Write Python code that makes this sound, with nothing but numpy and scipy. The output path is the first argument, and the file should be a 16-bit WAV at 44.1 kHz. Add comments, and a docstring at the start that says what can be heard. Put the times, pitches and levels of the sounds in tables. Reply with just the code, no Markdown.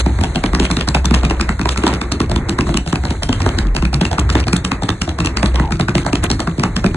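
"""A paved place under a roof, at night: a horse walks past a close-set stereo microphone in quick short steps.
Fore hooves land flat, hind hooves heel then toe: a tick and click of steel on stone, a hollow clop,
then a thud as the weight comes down. Shoes clink, grit and stone chips crunch, one hoof scrapes,
and the roof answers. Behind it all lie a low rumble, a swelling drone and faint night air."""
import sys
import numpy as np
from scipy import signal
from scipy.fft import rfft, irfft, next_fast_len
from scipy.io import wavfile
from scipy.ndimage import map_coordinates

SR = 44100
rng = np.random.default_rng(int(sys.argv[2]) if len(sys.argv) > 2 else 0)


def wrap_up_sound(samples):
    """Save the sound to the file named by the first command line argument, as 16-bit audio."""
    columns = np.atleast_2d(samples).T
    # keep every value between -1 and 1, then stretch to whole-number steps
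    tamed = np.clip(columns, -1, 1)
    steps = np.round(tamed * 32767).astype(np.int16)
    wavfile.write(sys.argv[1], SR, steps)


N = 306936
TIME = np.arange(N) / SR

# Spectra of a hoof on paving, brightest part first: f/Hz, level/dB
TICK_SPECTRUM = [(3500, 6.5), (5100, 8), (6500, 0), (8200, 0), (9800, -5), (11200, -11), (12200, -45)]
CLICK_SPECTRUM = [(1200, 25), (2000, 7), (2600, 12.5), (4100, 1.5), (4900, 4.5), (7000, 7)]
CLOP_SPECTRUM = [(250, -13), (480, -3.5), (650, 6), (1000, -3.5), (1400, -2), (2100, -2.5), (3200, -92)]
THUD_SPECTRUM = [(60, -15), (110, 3.5), (160, 0.5), (330, -2.5), (420, -1.5), (520, -11), (900, -5)]
WEIGHT_SPECTRUM = [(45, -14.5), (80, -12.5), (115, 0.5), (170, 5), (240, -9), (350, -2.5), (520, -59)]
def hooves():
    """All steps, as a sharp part (shoe and horn on stone) and a dull part (weight on the ground)."""
    every_contact = np.hstack([fore_contacts(), hind_contacts(), clink_contacts()])
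    s, contact_s, thud_db, thud_hz, clop_db, hollow_db, clop_hz, click_db, shoe_hz, tick_db = every_contact
    tick_db = tick_db + 1.2 * rng.standard_normal(len(s)) + 2.5
    steel_db = click_db - 1.5
    tick = strikes(s, tick_db, TICK_SPECTRUM, contact_s, rough=2.35, lag_cycles=.056)
    click = strikes(s, steel_db, CLICK_SPECTRUM, contact_s, rough=.8, lag_cycles=.3773,
                    ring_hz=shoe_hz, q=.88)
    # the steel shoe and the cupped sole ring for a few milliseconds before the hoof damps them
    shoe = strikes(s, steel_db, CLICK_SPECTRUM, contact_s, rough=.8, lag_cycles=.404,
                   ring_hz=shoe_hz, q=11)
    hollow = strikes(s, hollow_db, CLOP_SPECTRUM, contact_s, rough=.45, lag_cycles=1.4,
                     ring_hz=clop_hz, q=7.9)
    clop = strikes(s, clop_db, CLOP_SPECTRUM, contact_s, rough=1, lag_cycles=.7043,
                   ring_hz=clop_hz, q=1.75)
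    # one clean low knock, then the body's weight settles, varying less from step to step
    thud = strikes(s, thud_db - 2, THUD_SPECTRUM, crush_s=.015, rough=.4, lag_cycles=1.35,
                   ring_hz=thud_hz, q=2.44, size=4096)
    weight_db = .62 * thud_db - 7
    weight = strikes(s, weight_db, WEIGHT_SPECTRUM, crush_s=.032, rough=4.1, lag_cycles=.8056, size=6144)
    return tick + click + shoe + clop + hollow, thud + weight


# Fore footfalls: t/s, thud level/dB, thud f/Hz, clop level/dB, hollow ring level/dB, clop f/Hz,
# click level/dB, shoe f/Hz
FORE_FOOTFALLS = [(0.0633, -6.5, 185, -18.5, -27, 785, -27.5, 2340),
                  (0.238, -13.5, 227, -15.5, -18, 900, -21.5, 3350),
                  (0.4400, -5.5, 253, -10.5, -22, 875, -20.5, 2330),
                  (0.5999, -4, 288, -19, -32, 1050, -18, 3740),
                  (0.7697, -6.5, 218, -22, -24, 1220, -21, 3760),
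                  (0.9488, -10, 203, -10.5, -8, 810, -15, 2660),
                  (1.111, -3, 206, -21, -31, 1280, -24.5, 2290),
                  (1.1426, -15, 220, -14, -26, 1160, -19, 2780),
                  (1.31, -13.5, 328, -13, -30, 1000, -24, 2710),
                  (1.4925, -9.5, 212, -13, -26, 1470, -22.5, 2360),
                  (1.6573, -15, 340, -11.5, -19, 960, -25, 2380),
                  (1.8384, -5, 326, -14, -28, 895, -26, 2700),
                  (1.868, -8, 187, -12.5, -13, 970, -18.5, 3450),
                  (2.0162, -16, 237, -15, -30, 1180, -21.5, 2320),
                  (2.204, -6.5, 305, -17.5, -16.5, 1100, -22.5, 3480),
                  (2.3619, -10.5, 214, -30, -21, 1030, -23, 3460),
                  (2.5888, -6, 217, -11.5, -23, 1030, -24.5, 3900),
                  (2.7435, -11, 214, -21, -30, 1120, -25, 3530),
                  (2.9291, -4.5, 189, -18.5, -21.5, 1140, -25, 3000),
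                  (3.108, -9.5, 174, -23, -23.5, 905, -26.5, 3900),
                  (3.2925, -3, 243, -33, -19.5, 1010, -24.5, 3140),
                  (3.4638, -6.5, 290, -11, -19, 756, -24, 2120),
                  (3.652, -15, 205, -31, -37, 1202, -49, 4170),
                  (3.825, -5, 148, -20.5, -28, 1080, -28, 2720),
                  (4.014, -2.5, 182, -14, -27, 850, -20.5, 3400),
                  (4.1838, -9.5, 166, -14, -17, 1180, -26.5, 2630),
                  (4.354, -6, 347, -9, -18, 800, -21.5, 3570),
                  (4.532, -2, 187, -17.5, -41, 1360, -18.5, 2460),
                  (4.7183, -11.5, 200, -14.5, -33, 1270, -18.5, 2520),
                  (4.8906, -8.5, 167, -13.5, -30, 1300, -27, 3720),
                  (5.078, -19.5, 207, -25, -21, 720, -37, 3640),
                  (5.2493, -13, 268, -36, -35, 1550, -23, 2770),
                  (5.431, -7, 184, -11, -18, 875, -20.5, 2500),
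                  (5.599, -6.5, 177, -14.5, -36, 1130, -28.5, 2750),
                  (5.7987, -5.5, 169, -15, -18.5, 810, -23.5, 2330),
                  (5.9539, -3.5, 186, -11.5, -19.5, 800, -20.5, 3430),
                  (6.132, -4.5, 213, -12.5, -19, 910, -20.5, 2600),
                  (6.303, -7, 247, -25, -19.5, 895, -20, 4060),
                  (6.475, -7.5, 159, -17, -21, 1165, -30, 2650),
                  (6.637, -7, 174, -11, -33, 1210, -20, 2800), (6.8442, -4, 170, -11, -18, 734, -24, 2460)]
def fore_contacts():
    """Each fore hoof lands flat and heavy, in one hard blow."""
    s, thud_db, thud_hz, clop_db, hollow_db, clop_hz, click_db, shoe_hz = np.transpose(FORE_FOOTFALLS)
    contact_s = .001
    return contacts(s, contact_s, thud_db, thud_hz, clop_db, hollow_db, clop_hz, click_db, shoe_hz,
                    tick_db=click_db - 4.5)


# Hind footfalls, between the fore ones: toe t/s, heel-to-toe roll/s, heel level/dB, thud level/dB,
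# clop level/dB, clop f/Hz, click level/dB, shoe f/Hz
HIND_FOOTFALLS = [(0.2127, 0.024, -23.5, -11, -17, 850, -27, 2430),
                  (0.359, 0.0095, -21.5, -9.5, -20, 776, -20.5, 3170),
                  (0.55, 0.016, -18.5, -10, -18.5, 1400, -22, 2390),
                  (0.7143, 0.011, -18.5, -11, -24, 1141, -20.5, 2220),
                  (0.888, 0.01, -17, -13, -18.5, 920, -23, 4040),
                  (1.057, 0.011, -20, -13.5, -27, 960, -19.5, 3500),
                  (1.2514, 0.017, -17, -11, -30, 1370, -22, 2490),
                  (1.4116, 0.013, -19, -14.5, -26, 900, -19, 2420),
                  (1.615, 0.02, -20, -10.5, -25, 1380, -24, 2540),
                  (1.7767, 0.016, -21, -13.5, -25, 1250, -20.5, 2350),
                  (1.939, 0.011, -27, -17.5, -22.5, 1350, -27, 2520),
                  (2.121, 0.003, -22, -10, -41, 935, -21, 4170),
                  (2.3166, 0.019, -20, -12, -16.5, 700, -26.5, 3860),
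                  (2.4949, 0.0063, -21.5, -12, -21.5, 770, -21.5, 4070),
                  (2.6927, 0.023, -23, -9.5, -15.5, 886, -37, 2290),
                  (2.8769, 0.013, -22.5, -19, -24, 730, -30, 3040),
                  (3.0533, 0.015, -23.5, -16.5, -20, 866, -28, 4160),
                  (3.234, 0.0092, -21, -18, -26, 1150, -22.5, 3350),
                  (3.42, 0.015, -18.5, -18, -26, 987, -26, 2390),
                  (3.588, 0.012, -28, -14.5, -20, 1420, -20, 3900),
                  (3.766, 0.015, -19.5, -13, -21, 1010, -21, 2750),
                  (3.9426, 0.011, -17.5, -12.5, -47, 1450, -23.5, 2470),
                  (4.131, 0.016, -15.5, -19, -15.5, 714, -30.5, 3330),
                  (4.302, 0.0089, -20, -15.5, -20, 1510, -21, 3700),
                  (4.4832, 0.013, -19, -10, -20.5, 1372, -23, 2400),
                  (4.65, 0.0071, -37, -14, -20.5, 1610, -20, 3130),
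                  (4.8354, 0.012, -19.5, -13, -25.5, 1280, -27, 3870),
                  (5.019, 0.0038, -48, -16, -22.5, 1600, -19, 2900),
                  (5.2044, 0.016, -19.5, -10.5, -21, 1340, -22.5, 2660),
                  (5.372, 0.0035, -28, -13.5, -18.5, 1460, -20.5, 2620),
                  (5.5586, 0.013, -20, -18.5, -21.5, 1010, -24.5, 3040),
                  (5.7233, 0.014, -24, -12, -21.5, 1600, -23.5, 2500),
                  (5.8852, 0.0012, -39, -9.5, -13, 1440, -27.5, 2550),
                  (6.0651, 0.015, -24, -14, -11.5, 820, -25.5, 4160),
                  (6.241, 0.0065, -23, -13.5, -14, 943, -29, 3560),
                  (6.404, 0.009, -22, -15.5, -16, 744, -23, 4000),
                  (6.5973, 0.015, -25, -7.5, -23, 1075, -25, 2300),
                  (6.7661, 0.0043, -29, -14, -22, 1530, -20, 3200),
                  (6.9454, 0.0026, -44, -15, -22, 940, -33.5, 2320)]
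def hind_contacts():
    """Each hind hoof knocks dully with its heel, then snaps down on its toe."""
    s, roll_s, heel_db, thud_db, clop_db, clop_hz, click_db, shoe_hz = np.transpose(HIND_FOOTFALLS)
    heel = contacts(s - roll_s, contact_s=.0013, thud_db=thud_db - .5, thud_hz=light_thud_hz(s),
                    clop_db=heel_db, hollow_db=heel_db - 6,
                    clop_hz=825 * np.exp(.23 * rng.standard_normal(len(s))),
                    click_db=heel_db - 15, shoe_hz=shoe_hz, tick_db=heel_db - 14.5)
    toe = contacts(s, contact_s=.0013, thud_db=thud_db - .5, thud_hz=light_thud_hz(s),
                   clop_db=clop_db - 1, hollow_db=clop_db - 6, clop_hz=clop_hz,
                   click_db=click_db, shoe_hz=shoe_hz, tick_db=click_db - 1.5)
    return np.hstack([heel, toe])


LIGHT_CONTACT_S = .0011  # clinks and stone chips
# A shoe clinks as the hoof settles or leaves the ground: t/s, level/dB, ring f/Hz
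SHOE_CLINKS = [(0.2447, -27.5, 2938), (0.462, -24.5, 3100), (0.6308, -28, 2820), (0.653, -22.5, 3230),
               (0.811, -20, 3370), (0.954, -23.5, 3700), (1.148, -19.5, 3300), (1.3, -24, 2880),
               (1.692, -17, 3570), (1.8791, -19.5, 4300), (1.902, -37, 2580), (2.217, -26, 2560),
               (2.6097, -21.5, 2620), (2.773, -18, 3000), (2.958, -21.5, 2550), (3.3292, -20, 3080),
               (3.491, -26, 3200), (3.8536, -22, 2480), (4.0534, -18.5, 2780), (4.194, -22.5, 3350),
               (4.4025, -25.5, 4500), (4.565, -20.5, 3650), (4.9038, -24.5, 3600), (5.093, -26, 3860),
               (5.26, -23, 3420), (5.2724, -19.5, 2530), (5.4605, -21, 3950), (5.811, -23, 4000),
               (5.894, -26.5, 2380), (5.982, -20.5, 2180), (6.156, -20.5, 3160), (6.3153, -18, 4240),
               (6.8642, -21, 2420)]
def clink_contacts():
    """A clink is steel striking stone, with a dull knock of about the same strength behind it."""
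    s, db, hz = np.transpose(SHOE_CLINKS)
    return contacts(s, LIGHT_CONTACT_S, thud_db=db + 1, thud_hz=light_thud_hz(s),
                    clop_db=db - 3, hollow_db=db - 18.5, clop_hz=1180,
                    click_db=db, shoe_hz=hz, tick_db=db - 6.5)


def lifted_shoe_ring():
    """With no weight on it, a clinking shoe rings on for longer."""
    s, db, hz = np.transpose(SHOE_CLINKS)
    return strikes(s, db - 13.5, CLICK_SPECTRUM, LIGHT_CONTACT_S, rough=1, lag_cycles=.402,
                   ring_hz=hz, q=15)


def light_thud_hz(s):
    """No two light thuds have quite the same pitch."""
    return 180 * np.exp(.17 * rng.standard_normal(len(s)))


def contacts(s, contact_s, thud_db, thud_hz, clop_db, hollow_db, clop_hz, click_db, shoe_hz, tick_db):
    """Gather the properties of a set of contacts, one column per contact."""
    return np.array(np.broadcast_arrays(s, contact_s, thud_db, thud_hz, clop_db, hollow_db, clop_hz,
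                                        click_db, shoe_hz, tick_db))


def strikes(s, level_db, spectrum, crush_s, rough, lag_cycles, ring_hz=None, q=1, size=2048):
    """One mid/side pulse per contact: a blow and crushing grit, with a damped resonance at ring_hz."""
    lead, rise_s = 512, .0023  # grit starts to give just before a shoe is fully down
    t = (np.arange(size) - lead) / SR
    hz = np.fft.rfftfreq(size, 1 / SR) + 1
    decay_s = np.maximum(crush_s * np.ones(len(s)), 1e-4)[:, None]
    crush = np.exp(np.minimum(t / rise_s, -t / decay_s))
    force = rough * rng.standard_normal((2, *crush.shape)) * crush
    force /= np.linalg.norm(crush, axis=1, keepdims=True)
    force[0, :, lead] += 1  # the blow itself reaches both microphone ports alike
    # low notes take longer to build up, so every pulse sweeps downward
    response = colour(spectrum, hz) * np.exp(-2j * np.pi * lag_cycles * np.log(hz))
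    if ring_hz is not None:
        detuning = hz / ring_hz[:, None] - ring_hz[:, None] / hz
        response = response / (1 + 1j * q * detuning)
    pulses = irfft(rfft(force) * response)
    # a level is the rms that the pulse would have if packed into 5 ms
    pulses *= amp(level_db)[:, None] * np.sqrt(.005 * SR) / np.linalg.norm(pulses, axis=2, keepdims=True)
    where = (np.round(s[:, None] * SR).astype(int) + np.arange(size)).ravel()
    return np.array([np.bincount(where, p.ravel(), N + size)[lead:N + lead] for p in pulses])


# Hooves sliding on sand: middle t/s, half length/s, crunch level/dB, sand level/dB
SLIDES = [(0.0, 0.016, -26.5, -30), (0.235, 0.53, -39.5, -52), (0.645, 0.023, -27.5, -39.5),
          (0.738, 0.042, -54, -45.5), (0.805, 0.025, -31, -55), (1.167, 0.063, -31.5, -49),
          (1.252, 0.0093, -31, -56), (1.722, 0.02, -33, -39), (1.852, 0.071, -31, -49.5),
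          (1.916, 0.071, -29, -51), (2.692, 0.036, -40, -43.5), (2.892, 0.02, -51, -41),
          (3.107, 0.091, -36.5, -50), (3.474, 0.14, -36, -48.5), (4.062, 0.026, -45, -43),
          (4.14, 0.011, -44, -49), (4.331, 0.008, -40, -37.5), (4.389, 0.04, -27.5, -51),
          (5.603, 0.09, -35.5, -67), (5.987, 0.037, -34.5, -44), (6.248, 0.019, -26, -40)]
def grit(sharp, settle_s, crunch_db, sand_db):
    """Sand goes on crunching under the hoof while it takes the load, and more when it slides."""
    t = np.arange(SR // 4) / SR
    load = t * np.exp(-t / settle_s)
    pressure = np.sqrt(np.abs(signal.fftconvolve(sharp ** 2, load / load.sum())[:N]))
    crunch, sand = amp(crunch_db) * pressure, amp(sand_db) * pressure
    for s, half_s, slide_crunch_db, slide_sand_db in SLIDES:
        slide = np.exp(-((TIME - s) / half_s) ** 2)
        crunch = np.hypot(crunch, amp(slide_crunch_db + 5) * slide)
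        sand = np.hypot(sand, amp(slide_sand_db + 9.5) * slide)
    return crunch * rush(AIR_SPECTRUM, grain_db=5.5) + sand * rush(HISS_SPECTRUM, grain_db=4)


# Spectrum of chips under a sliding hoof: f/Hz, level/dB
GRAVEL_SPECTRUM = [(1500, -6), (2500, 7.5), (4300, -7), (6000, -2)]
def gravel(per_slide=12):
    """A sliding hoof cracks chips one after another, at uneven moments."""
    s, half_s, crunch_db, _ = np.repeat(SLIDES, per_slide, axis=0).T
    when, strength, pitch = rng.standard_normal((len(s), 3)).T
    moments = np.abs(s + .5 * half_s * when)
    return strikes(moments, crunch_db - 4.5 + 2 * strength, GRAVEL_SPECTRUM, LIGHT_CONTACT_S,
                   rough=1, lag_cycles=.503, ring_hz=3250 * np.exp(.22 * pitch), q=3)


def chips(per_step=3, delay_s=.024):
    """A few stone chips give way under each loaded hoof, each with a brief note of its own."""
    steps = np.repeat([row[0] for row in FORE_FOOTFALLS + HIND_FOOTFALLS], per_step)
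    wait, strength, pitch = rng.standard_normal((len(steps), 3)).T
    moments = steps + delay_s * np.exp(.5 * wait)
    return strikes(moments, -39 + 1.5 * strength, CLICK_SPECTRUM, LIGHT_CONTACT_S,
                   rough=.87, lag_cycles=.483, ring_hz=3040 * np.exp(.25 * pitch), q=3)


# Hard grains cracking: t/s, decay/s, level/dB, f/Hz
GRAIN_CRACKS = [(0.888, .001, -15.5, 4700), (1.057, .001, -15, 6200), (1.314, .001, -36, 3400),
                (1.413, .001, -24.5, 7800), (1.147, 0.00092, -20, 4200), (2.123, 0.00071, -19, 5600),
                (2.774, 0.00054, -16.5, 7140), (3.4636, .001, -28.5, 3300), (3.944, .001, -18, 4500),
                (4.017, .001, -29, 4200), (4.198, 0.0005, -18.5, 7200), (4.401, .0004, -34, 8900),
                (4.532, .0005, -24.5, 9050), (4.568, .0006, -22, 8800), (4.892, 0.00091, -16, 3730),
                (5.261, .0008, -22, 6200), (6.24, 0.0042, -19.5, 10600), (6.3146, .001, -20, 5560),
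                (6.637, 0.0011, -23.5, 6340)]
# Spectrum of one crack: f/Hz, level/dB
CRACK_SPECTRUM = [(2500, 2), (7000, 0.5), (10800, -5), (12000, -25)]
def sand_cracks():
    """Now and then a single grain bursts between shoe and stone with a hard, bright snap."""
    s, decay_s, db, hz = np.transpose(GRAIN_CRACKS)
    return strikes(s, db, CRACK_SPECTRUM, decay_s, rough=.55, lag_cycles=.062, ring_hz=hz, q=3)


# One hoof dragged over the paving: t/s, f/Hz, level/dB
HOOF_DRAG = [(5.53, 1095, -47), (5.56, 1044, -34), (5.61, 975, -27), (5.66, 904, -27), (5.69, 805, -26),
             (5.73, 752, -43)]
def scrape(width_hz):
    """A dragged hoof rasps in a narrow band that sinks as it slows."""
    hz, db = curves(HOOF_DRAG)
    rasp = wobble(width_hz) + 1j * wobble(width_hz)
    band = rasp * np.exp(2j * np.pi * np.cumsum(hz) / SR)
    dragging = (TIME > HOOF_DRAG[0][0]) & (TIME < HOOF_DRAG[-1][0])
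    return amp(db) * unit(band.real) * dragging


# Reverberation under the roof: f/Hz, time to fall 60 dB/s
ROOF_DECAY = [(100, 0.13), (400, 0.2), (1200, 0.19), (4000, 0.14), (9800, 0.2), (11000, 0.0093)]
# How far single notes stand out of it: f/Hz, level spread/dB
ROOF_NOTES = [(150, 0.5), (350, 5), (1700, 2.5), (2800, 2), (9000, 3.5)]
def roof(steps, build_s):
    """Roof and paving answer with a short tail, different at each place along the horse's way."""
    echoes = np.zeros((2, N))
    passing_s = np.linspace(0, TIME[-1], num=24)
    for s in passing_s:
        hz, t, noise = signal.stft(rng.standard_normal((2, SR // 2)), SR, nperseg=256)
        build = 1 - np.exp(-t / build_s)  # the answer takes a moment to arrive
        fade = amp(-60 * t / along(ROOF_DECAY, hz)[:, None])
        notes = amp(along(ROOF_NOTES, hz) * rng.standard_normal(len(hz)))[:, None]
        tail = signal.istft(noise * build * fade * notes, SR, nperseg=256)[1]
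        tail /= np.linalg.norm(tail[0])
        share = np.maximum(1 - np.abs(TIME - s) / passing_s[1], 0)  # crossfade between places
        near = np.flatnonzero(share)
        echo = signal.fftconvolve((steps * share)[None, near], tail, axes=1)[:, :N - near[0]]
        echoes[:, near[0]:near[0] + echo.shape[1]] += echo
    return diffuse(echoes)


# Swells of the drone behind the horse: t/s, level/dB
DRONE_SWELLS = [(0.0, -14), (0.08, -14.5), (0.46, -33), (0.54, -13.5), (0.77, -23), (1.12, -10.5),
                (1.61, -24.5), (1.66, -16.5), (2.23, -26), (2.38, -15), (2.56, -48), (2.6, -22.5),
                (2.83, -21), (2.91, -52), (3.02, -20), (3.39, -35), (3.53, -17), (3.76, -37), (3.82, -14.5),
                (4.19, -23.5), (4.27, -11), (4.94, -38.5), (5.58, -10.5), (5.76, -30), (5.95, -26),
                (6.96, -29)]
def drone():
    """A low tone swells and fades, wavering slightly in pitch and level."""
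    db, = curves(DRONE_SWELLS)
    hz = 62.4 + .99 * wobble(7)
    tone = unit(np.sin(2 * np.pi * np.cumsum(hz) / SR))
    return amp(db - 1.1 + wobble(23.04)) * tone


# Spectra of the ambience (air and hiss also colour the grit): f/Hz, level/dB
RUMBLE_SPECTRUM = [(15, -16), (28, -13), (42, 1.5), (52, 1.5), (75, -34), (150, -100)]
LOW_AIR_SPECTRUM = [(40, -28), (75, 10), (110, 3), (170, -12.5), (320, -24), (420, -23), (600, -60),
                    (1500, -55)]
AIR_SPECTRUM = [(250, 9), (520, 3.5), (750, 0), (1500, -2.5), (2200, -3), (3200, -37), (6000, -61)]
HISS_SPECTRUM = [(1500, 21), (2800, 4.5), (4100, 22.5), (5200, -1), (6300, 17), (8300, 12.5), (9900, 7),
                 (10500, 0), (11200, -5.5)]
def night_air():
    """Low rumble and faint air all around the microphone, each layer rising and falling on its own."""
    swell = lambda db: amp(db + 4 * wobble(4))
    rumble = swell(-26) * rush(RUMBLE_SPECTRUM)
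    low_air = swell(-26) * rush(LOW_AIR_SPECTRUM)
    air = swell(-37.5) * rush(AIR_SPECTRUM, grain_db=1.5)
    hiss = swell(-49.5) * rush(HISS_SPECTRUM, grain_db=3)
    return rumble + low_air + air + hiss


# Phase between the microphone's ports: f/Hz, lead of the left/rad
LEFT_LEAD = [(100, 0), (450, .03), (700, .4), (1200, .2), (1850, .1), (2350, -1.7), (2700, -.8),
             (3100, -2.1), (3500, -.1), (4150, .5), (4600, 2.2), (5200, 3.1), (6000, 4.7), (7000, 5.5),
             (8300, 6.2), (9700, 6.9), (10600, 8.4), (11400, 9.3)]
# Colour of its side signal: f/Hz, level/dB
SIDE_COLOUR = [(100, -19), (220, -26), (400, -2), (1100, 1), (1430, -5), (1520, 10), (1620, -8), (2050, 1),
               (2500, 3.5), (2850, 5.5), (3100, 1.5), (3900, 5.5), (4400, 0.5), (5000, -0.5), (6200, 0),
               (7500, -9.5), (8800, -25), (10000, 7), (11000, -5), (12000, 18)]
def microphone(sound):
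    """The two closely spaced ports differ in phase, and their difference has a colour of its own."""
    left, right = filtered(sound, lambda hz: np.exp(.5j * along(LEFT_LEAD, hz) * np.array([[1], [-1]])))
    mid = (left + right) / 2
    side = filtered((left - right) / 2, lambda hz: amp(along(SIDE_COLOUR, hz)))
    return np.array([mid + side, mid - side])


# Likeness of diffuse sound at the two ports: f/Hz, correlation
PORT_LIKENESS = [(100, .9995), (300, .99), (430, .96), (600, .66), (1300, .78), (2500, .35), (3200, .45),
                 (4000, .7), (5200, .92), (6200, .6), (8500, .76), (11000, .85)]
def diffuse(pair):
    """Two unrelated signals become what the two ports hear of sound from all sides."""
    turn = lambda hz: np.arccos(np.clip(along(PORT_LIKENESS, hz), -1, 1)) / 2
    mid, side = filtered(pair, lambda hz: np.array([np.cos(turn(hz)), np.sin(turn(hz))]))
    return np.array([mid + side, mid - side])


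def rush(spectrum, grain_db=0):
    """Stereo noise of rms 1; grain_db breaks it into grains."""
    noise = rng.standard_normal((2, N)) * amp(grain_db * wobble(1500))
    return unit(filtered(diffuse(noise), lambda hz: colour(spectrum, hz)))


def colour(spectrum, hz):
    """Gain of a spectrum, falling 24 dB an octave beyond its two ends."""
    octaves_out = np.abs(np.log2((hz + 1) / np.clip(hz + 1, spectrum[0][0], spectrum[-1][0])))
    return amp(along(spectrum, hz) - 24 * octaves_out)


def amp(db):
    """Decibels to gain."""
    return 10 ** (np.asarray(db) / 20)


def unit(x):
    """Scale to rms 1."""
    return x / np.sqrt(np.mean(x ** 2) + 1e-20)


def along(points, hz):
    """(Hz, value) points read on a log axis."""
    f, v = np.transpose(points)
    return np.interp(np.log(hz + 1), np.log(f + 1), v)


def curves(rows):
    """One value per sample for each column after the time."""
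    s, *cols = np.transpose(rows)
    return [np.interp(TIME, s, c) for c in cols]


def wobble(rate):
    """A smooth random curve, rate knots a second."""
    return map_coordinates(rng.standard_normal(int(N * rate / SR) + 4), [TIME * rate])


def filtered(x, response):
    """x times a complex response of frequency."""
    m = next_fast_len(x.shape[-1] + 8192)
    return irfft(rfft(x, m) * response(np.fft.rfftfreq(m, 1 / SR)), m)[..., :x.shape[-1]]


def scene():
    """At the microphone: the horse close by, the roof overhead, drone and night air behind."""
    sharp, dull = hooves()
    stones = sand_cracks() + chips() + gravel()
    near = diffuse(sharp + dull + lifted_shoe_ring() + stones)
    near += scrape(width_hz=290)
    near += grit(sharp[0], settle_s=.0083, crunch_db=-7, sand_db=-21)
    overhead = roof(amp(-9.5) * sharp[0] + amp(-7.5) * dull[0], build_s=.009)
    return microphone(near + overhead + drone() + night_air())


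def record(dry):
    """The loudest peaks are rounded off; nothing passes above the band limit."""
    ceiling, top_hz = .9, 12100
    rounded = dry / (1 + np.abs(dry / ceiling) ** 8) ** (1 / 8)
    return filtered(rounded, lambda hz: hz < top_hz)


dry = scene()
out = record(dry)
wrap_up_sound(out)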